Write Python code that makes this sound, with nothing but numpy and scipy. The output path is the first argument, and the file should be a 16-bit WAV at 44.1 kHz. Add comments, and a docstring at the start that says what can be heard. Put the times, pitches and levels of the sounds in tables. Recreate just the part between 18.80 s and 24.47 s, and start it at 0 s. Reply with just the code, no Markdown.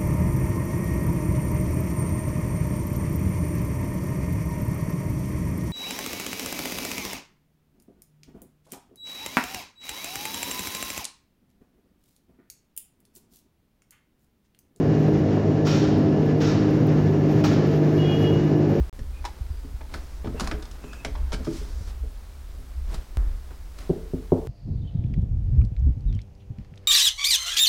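"""Opening a door in a quiet house

A handheld camera rumbles as the grip shifts, and clothes rustle over a faint hiss.
A lever handle rattles and squeaks, the metal latch clicks, and soft knocks set the
wooden door ringing as it is pushed open. At the end three heavy steps thud on a
hollow floor. The door and the steps echo in the hallway."""
import sys
import numpy as np
from scipy import signal
from scipy.fft import rfft, irfft
from scipy.io import wavfile
from scipy.ndimage import uniform_filter1d

SR = 44100
rng = np.random.default_rng(int(sys.argv[2]) if len(sys.argv) > 2 else 0)


def pcm_store(signal):
    """Save signal as 16-bit PCM."""
    levels = np.round(np.clip(np.atleast_2d(signal), -1, 1) * 32767)
    wavfile.write(sys.argv[1], SR, levels.astype(np.int16).T)


N = 250135
TIME = np.arange(N) / SR

# steady hiss of the house and the microphone: (pitch [Hz], relative level [dB])
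HISS_SPECTRUM = [(59, -20), (100, -4), (118, -6), (166, -10.5), (333, -45), (552, -24), (1090, -26),
                 (2810, -30.5), (4560, -26.5), (15500, -28.5)]
# rumble of the camera body: (pitch [Hz], relative level [dB])
RUMBLE_SPECTRUM = [(16, -9), (28, -5.5), (42, 3), (54, -6), (68, -0.5), (85, -20), (120, -39), (220, -59.5),
                   (500, -82)]
# the hand shifts (+) or holds still (-): (start [s], length [s], change in level [dB])
GRIP_SHIFTS = [(0.207, 0.065, 5), (0.452, 0.19, -2), (1.46, 0.062, 1.5), (1.624, 0.19, 6),
               (1.956, 0.32, -3), (2.276, 0.39, 7), (2.802, 0.48, 5), (3.53, 0.27, -1.5),
               (3.773, 0.047, 5.5), (3.98, 0.23, 7.5), (4.22, 0.02, -8.5), (4.373, 0.2, 12)]
# jolts of the hand on the camera: (time [s], strength [dB], pitch [Hz])
CAMERA_JOLTS = [(0.001, -8, 63), (0.208, -17, 46), (0.607, -16.5, 61), (0.701, -19.5, 69),
                (0.938, -19.5, 60), (1.475, -22, 67.5), (1.737, -16, 52), (2.42, -23.5, 53.9),
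                (3.009, -18, 65.5), (4.368, -10.5, 57), (4.403, -16, 42), (4.469, -20, 40),
                (4.54, -27.5, 42.7)]
# dull rub of cloth: (pitch [Hz], relative level [dB])
RUB_SPECTRUM = [(110, 6), (170, 5), (350, 2.5), (600, -2.5), (1300, -5), (2200, -12), (4000, -36.5)]
# bright swish of cloth: (pitch [Hz], relative level [dB])
SWISH_SPECTRUM = [(1200, -4), (2400, 0.5), (3800, 0.5), (5200, -1), (6500, -5), (8500, -6), (11000, -10.5),
                  (16000, -16)]
# how briskly the body moves: (time [s], relative rustle level [dB])
BODY_MOTION = [(0.0, -58), (0.22, -61), (0.47, -59), (1.04, -61), (1.28, -59.5), (2.57, -58), (2.7, -57),
               (2.95, -59), (3.09, -59.5), (3.28, -61), (5.08, -61), (5.67, -61)]
# brushes of cloth and soles: (time [s], rise [s], fall [s], rub level [dB], swish level [dB])
CLOTH_BRUSHES = [(1.148, 0.035, .06, -41.5, -50.5), (1.64, 0.062, 0.09, -35.5, -50),
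                 (2.765, 0.067, 0.083, -58, -49), (3.076, 0.0033, 0.035, -47, -51.5),
                 (4.129, 0.036, 0.072, -42, -49.5), (4.144, 0.0018, 0.011, -35.5, -40.5),
                 (4.38, 0.0082, 0.13, -45, -68), (4.708, 0.0045, 0.024, -45, -64),
                 (4.988, .002, 0.0046, -43.5, -43), (5.006, 0.035, 0.11, -47.5, -52)]
# hallway echo; a fade time (t60) is the time to drop by 60 dB: (pitch [Hz], fade time [s])
ECHO_FADES = [(100, 0.71), (400, 0.28), (1500, 0.25), (5000, 0.24), (14000, 0.082)]
# natural tones of the hollow floor: (pitch [Hz], relative level [dB], fade time [s])
FLOOR_TONES = [(98.8, -7.5, 0.16), (149.6, -8.5, 0.065), (164, -0.5, 0.065), (256.7, -1.5, 0.11),
               (354.8, 5, 0.065), (384.8, -1, 0.11), (442, -18.5, 0.65), (487.5, -17, 0.28), (574, -7, 0.1),
               (670, -14, 0.06), (865, -11.5, 0.051), (930, -34, 0.098), (1000, -23, 0.049)]
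# feet landing; the first two rows make one step:
# (time [s], strength [dB], muffled above [Hz], bass boost [dB])
FOOTFALLS = [(5.094, -24, 450, 6), (5.0994, -16, 473, 3), (5.3348, -21.5, 365, 4.5), (5.5204, -12, 850, 3)]
# the handle's shaft and the swinging door slide: (start [s], length [s], level [dB], pitch [Hz])
DRY_SLIDES = [(1.18, 0.21, -64.5, 4870), (2.024, 0.18, -63.5, 6350), (2.646, 0.456, -58.5, 4900),
              (2.732, 0.055, -56.5, 5250)]
# squeaks of the turning handle: (start [s], swell length [s], top level [dB], pitch [Hz])
HANDLE_SQUEAKS = [(0.33, .04, -57.5, 2450), (0.70, 0.078, -63, 4820), (1.554, 0.032, -50.5, 2670),
                  (2.024, .17, -53, 2570)]
# natural tones of the wooden door: (pitch [Hz], relative level [dB], fade time [s])
DOOR_TONES = [(123, -3, 0.26), (158, 0.5, 0.14), (201.3, -13.5, 0.51), (244.5, 1.5, 0.19), (276.6, -8, 0.4),
              (344.6, -2, 0.083), (423, -5, 0.23), (497, -6.5, 0.088), (577, 7.5, 0.037), (684, -5, 0.074),
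              (1180, -23, 0.033)]
# soft knocks on the door: (time [s], relative level [dB], favoured pitch [Hz])
DOOR_KNOCKS = [(0.19, -33.5, 225), (0.847, -34, 267), (1.011, -43, 610), (1.14, -37, 326),
               (1.443, -28, 414), (1.457, -26, 334), (1.474, -23, 221), (1.544, -26.5, 472),
               (1.615, -22, 190), (1.719, -26, 311), (1.742, -28, 156), (1.782, -35, 237),
               (2.040, -32, 407), (2.259, -31, 556), (2.362, -38, 600), (2.529, -27, 195),
               (2.604, -28, 263), (2.669, -22.5, 324), (2.679, -22.5, 337), (2.812, -36.5, 412),
               (3.007, -37.5, 149.5), (3.235, -38, 480), (3.782, -41, 248)]
# natural tones of the lock in its door: (pitch [Hz], width [Hz], relative level [dB])
LOCK_TONES = [(326, 600, -2), (580, 190, 0.5), (930, 530, -7.5), (1180, 72, 6.5), (1585, 340, 3),
              (2646, 390, 8.5), (2970, 1440, 6), (4500, 520, 6.5), (5090, 260, 5.5), (7150, 1070, 4.5),
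              (8200, 2100, 0)]
# handle and latch clicks:
# (time [s], middle level [dB], treble level [dB], ring pitch [Hz], scrape length [s])
LATCH_CLICKS = [(0.191, -54.5, -54.5, 1740, 0.0028), (0.442, -41.5, -61, 900, 0.0027),
                (0.451, -34.5, -40, 915, 0.0085), (1.008, -47.5, -83, 820, 0.0072),
                (1.140, -39.5, -41, 1460, 0.0029), (1.446, -43.5, -80, 800, 0.017),
                (1.471, -45, -65, 1260, 0.006), (1.597, -34.5, -34, 1260, 0.0015),
                (1.606, -34.5, -32.5, 1120, 0.0024), (1.644, -59, -42, 990, 0.0023),
                (1.673, -35.5, -36, 1140, 0.0033), (1.713, -33, -42, 1700, 0.0037),
                (1.824, -47, -49.5, 3500, 0.0034), (1.854, -54, -48, 3660, 0.0014),
                (1.912, -60, -48, 3740, 0.00067), (2.04, -48, -70, 1250, 0.0025),
                (2.131, -45.5, -49, 1460, 0.003), (2.248, -31, -36, 2090, .0025),
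                (2.352, -42.5, -71, 1010, 0.0058), (2.52, -40, -44, 1300, 0.0076),
                (2.529, -38.5, -40, 2270, 0.016), (2.647, -51.5, -48, 1240, 0.0075),
                (2.667, -45.5, -63, 1225, 0.0092)]


def from_db(db):
    """Turn decibels into a number to multiply by."""
    return 10 ** (np.asarray(db) / 20)


def rms_one(x):
    """Scale a sound so that its average level (rms) is 1."""
    return x / np.sqrt(np.mean(x ** 2) + 1e-20)


def peak_one(x):
    """Scale a sound so that its loudest 4 ms have level 1."""
    return x / np.sqrt(uniform_filter1d(x ** 2, size=176).max() + 1e-20)


def at_hz(points, hz):
    """Read between the rows of a table, with octaves evenly spaced."""
    pitches, values = np.transpose(points)
    return np.interp(np.log(hz + 1e-9), np.log(pitches), values)


def band(x, hz, kind, order=2):
    """Keep the lows, the highs or a band in between."""
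    sections = signal.butter(order, np.clip(hz, 10, .45 * SR), kind, fs=SR, output="sos")
    return signal.sosfilt(sections, x)


def noise(spectrum):
    """Steady noise at level 1, shaped by a table of pitches."""
    hz = np.arange(N // 2 + 1) * SR / N
    return rms_one(irfft(rfft(rng.standard_normal(N)) * from_db(at_hz(spectrum, hz)), N))


def flutter(samples, depth_db, top_hz):
    """A volume that wavers at random around 1."""
    return from_db(depth_db * rms_one(band(rng.standard_normal(samples), top_hz, "low")))


def resonate(x, hz, width_hz):
    """Make a sound ring at one pitch; a narrower width rings longer."""
    r = np.exp(-np.pi * width_hz / SR)
    feedback = [1, -2 * r * np.cos(2 * np.pi * hz / SR), r * r]
    return signal.lfilter(np.array([1, 0, -1]) * (1 - r * r) / 2, feedback, x)


def ring(hz, t60):
    """Half a second of a struck tone fading away."""
    t = TIME[:SR // 2]
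    return np.cos(2 * np.pi * hz * t) * from_db(-60 * t / t60)


def held(s, length_s, rise_s, fall_s):
    """A volume that rises to 1 at time s, holds and dies away."""
    return np.exp(-np.maximum(np.maximum((s - TIME) / rise_s, (TIME - s - length_s) / fall_s), 0))


def add(track, s, sound):
    """Mix a sound in at time s."""
    start = max(0, round(s * SR))
    track[start:start + len(sound)] += sound[:max(0, N - start)]


def house_hiss(level_db=-59):
    """The house and the microphone make a faint, steady noise."""
    return from_db(level_db) * noise(HISS_SPECTRUM)


def camera_rumble(tremor_db=-34.5, settle_db_per_s=-0.5, evenness=0.094):
    """The shifting grip shakes the camera; jolts set it swinging for a moment."""
    grip_db = tremor_db + settle_db_per_s * TIME
    for s, length_s, db in GRIP_SHIFTS:
        grip_db += db * held(s, length_s, rise_s=0.022, fall_s=0.021)
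    shake = noise(RUMBLE_SPECTRUM)
    power = uniform_filter1d(shake ** 2, size=3000).clip(1e-6)
    shake = rms_one(shake / power ** (evenness / 2))  # steady hand pressure evens it out
    out = from_db(grip_db) * shake
    for s, db, hz in CAMERA_JOLTS:
        add(out, s, from_db(db) * band(ring(hz, t60=0.12), 98.5, "low", order=4))
    return out


def dry_tick(time_s=4.3713, level_db=-19):
    """One dry, sharp tick."""
    out = np.zeros(N)
    add(out, time_s, -from_db(level_db) * ring(hz=0, t60=0.003))  # a pulse with no pitch
    return out


def clothes(slow_walk_db=-61, rub_db=-54.5, swish_db=-61.5):
    """Cloth rubs and swishes more as the body moves faster; single brushes stand out."""
    effort_db = np.interp(TIME, *np.transpose(BODY_MOTION)) - slow_walk_db
    dull = from_db(rub_db + 1.95 * effort_db)
    bright = from_db(swish_db + effort_db)
    for s, rise_s, fall_s, dull_db, bright_db in CLOTH_BRUSHES:
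        swell = held(s, 0, rise_s, fall_s)
        dull = np.hypot(dull, from_db(dull_db) * swell)
        bright = np.hypot(bright, from_db(bright_db) * swell)
    grain = flutter(N, depth_db=1.5, top_hz=540)  # fibres catch and slip
    return grain * (dull * noise(RUB_SPECTRUM) + bright * noise(SWISH_SPECTRUM))


def hallway_echo(x, gap_s=0.0035):
    """Bare walls give a smooth echo whose high pitches die first."""
    t, tail = TIME[:SR // 2], 0
    octave_edges = 60 * 2. ** np.arange(9)
    for low, high in zip(octave_edges, octave_edges[1:]):
        fade = from_db(-60 * t / at_hz(ECHO_FADES, np.sqrt(low * high))) * (t > gap_s)
        reflections = band(rng.standard_normal(len(t)), [low, high], "band")
        tail += reflections * fade / np.linalg.norm(fade)
    return signal.fftconvolve(x, tail)[:N]


def footsteps(bass_below_hz=300, rise_s=0.00066, boom_db=-16, boom_t60=0.5):
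    """A soft heel sets the floor ringing, brighter if it lands harder; beams and walls boom on."""
    out, t = np.zeros(N), TIME[:SR // 2]
    load = 1 - np.exp(-t / rise_s)  # the sole gives before it takes the weight
    for s, step_db, muffle_hz, bass_db in FOOTFALLS:
        boards = sum(from_db(db + bass_db * (hz < bass_below_hz)) * ring(hz, t60)
                     for hz, db, t60 in FLOOR_TONES)
        boom = rms_one(band(rng.standard_normal(len(t)), [170, 720], "band"))
        boom *= from_db(boom_db - 60 * t / boom_t60)
        add(out, s, from_db(step_db) * band(load * (boards + boom), muffle_hz, "low"))
    return band(band(out, 1150, "low", order=4), 61, "high")


def sliding(width_hz=3700, edge_s=0.015):
    """Smooth surfaces hiss for as long as they slide over each other."""
    friction, out = rng.standard_normal(N), 0
    for s, length_s, db, hz in DRY_SLIDES:
        hiss = rms_one(resonate(resonate(friction, hz, width_hz), hz, width_hz))
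        out += from_db(db) * held(s, length_s, edge_s, edge_s) * hiss
    return out


def handle_squeaks(width_hz=170, swell_db=7, release_s=0.043):
    """Rubbing on the handle's shaft makes a rough tone that grows with pressure, then lets go."""
    out, t = np.zeros(N), TIME[:SR // 2]
    for s, length_s, db, hz in HANDLE_SQUEAKS:
        pressure = from_db(swell_db * np.minimum(t / length_s - 1, 0))
        release = np.exp(-np.maximum(t - length_s, 0) / release_s)
        slips = flutter(len(t), depth_db=0.5, top_hz=90)  # the shaft sticks and slips
        tone = resonate(resonate(rng.standard_normal(len(t)), hz, width_hz), hz, width_hz)
        add(out, s, from_db(db) * pressure * release * rms_one(slips * tone))
    return out


def door_knocks(gain_db=-4, spread_db=2, favoured_db=6, rise_s=0.00088, muffle_hz=455):
    """Each knock rings the door's tones in its own mix; the spot it hits favours one pitch."""
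    out = np.zeros(N)
    push = 1 - np.exp(-TIME[:SR // 2] / rise_s)  # a soft touch takes a moment to build
    for s, knock_db, favoured_hz in DOOR_KNOCKS:
        panel = sum(rng.choice([-1, 1]) * from_db(db + rng.normal(0, spread_db)) * ring(hz, t60)
                    for hz, db, t60 in DOOR_TONES)
        panel += from_db(favoured_db) * ring(favoured_hz, t60=0.14)
        thud = peak_one(band(push * panel, muffle_hz, "low"))
        add(out, s, from_db(knock_db + gain_db) * thud)
    return out


def latch(scrape_t60=0.039, strike_db=-2, strike_s=0.0012, ping_hz=5310, ping_db=-9, wood_db=1):
    """Metal parts strike and scrape in a burst of tiny hits that ring the lock and nearby wood."""
    out, t = np.zeros(N), TIME[:SR // 6]
    for s, middle_db, treble_db, ring_hz, scrape_s in LATCH_CLICKS:
        scrape = from_db(-60 * np.maximum(t - scrape_s, 0) / scrape_t60)
        strike = from_db(strike_db) * np.exp(-t / strike_s)
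        hits = (scrape + strike) * rng.standard_normal(len(t))
        lock = peak_one(sum((-1) ** k * from_db(db) * resonate(hits, hz, width_hz)
                            for k, (hz, width_hz, db) in enumerate(LOCK_TONES)))
        # the part that is hit adds a short ring and a high ping of its own
        ring_db = 2 - 9 * np.log2(ring_hz / 1000)  # small, high parts ring more faintly
        lock += from_db(ring_db) * peak_one(resonate(hits, ring_hz, width_hz=170))
        lock += from_db(ping_db) * peak_one(resonate(hits, ping_hz, width_hz=600))
        wood = from_db(middle_db + wood_db) * peak_one(band(lock, [250, 700], "band"))
        metal = from_db(middle_db) * peak_one(band(lock, [850, 3500], "band"))
        snap = from_db(treble_db) * peak_one(band(lock, [3500, 12000], "band"))
        add(out, s, wood - metal + snap)
    return out


def scene():
    """The door and steps echo in the hallway; camera and clothes reach the microphone directly."""
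    handle = latch() + handle_squeaks() + sliding()
    knocks, steps = door_knocks(), footsteps()
    echo = hallway_echo(from_db(-8) * handle + from_db(-6.5) * knocks + from_db(-10.5) * steps)
    near = camera_rumble() + clothes() + dry_tick()
    return (handle + knocks + steps + echo + near + house_hiss())[None]


def record(dry, silent_from_s=0.095, silent_to_s=0.128, cutoff_hz=15900):
    """The sound drops out for an instant near the start, and the highest treble is cut."""
    sound_on = (TIME < silent_from_s) | (TIME > silent_to_s)
    treble_cut = signal.ellip(10, .1, 80, cutoff_hz, fs=SR, output="sos")
    return signal.sosfilt(treble_cut, dry * sound_on)


dry = scene()
out = record(dry)
pcm_store(out)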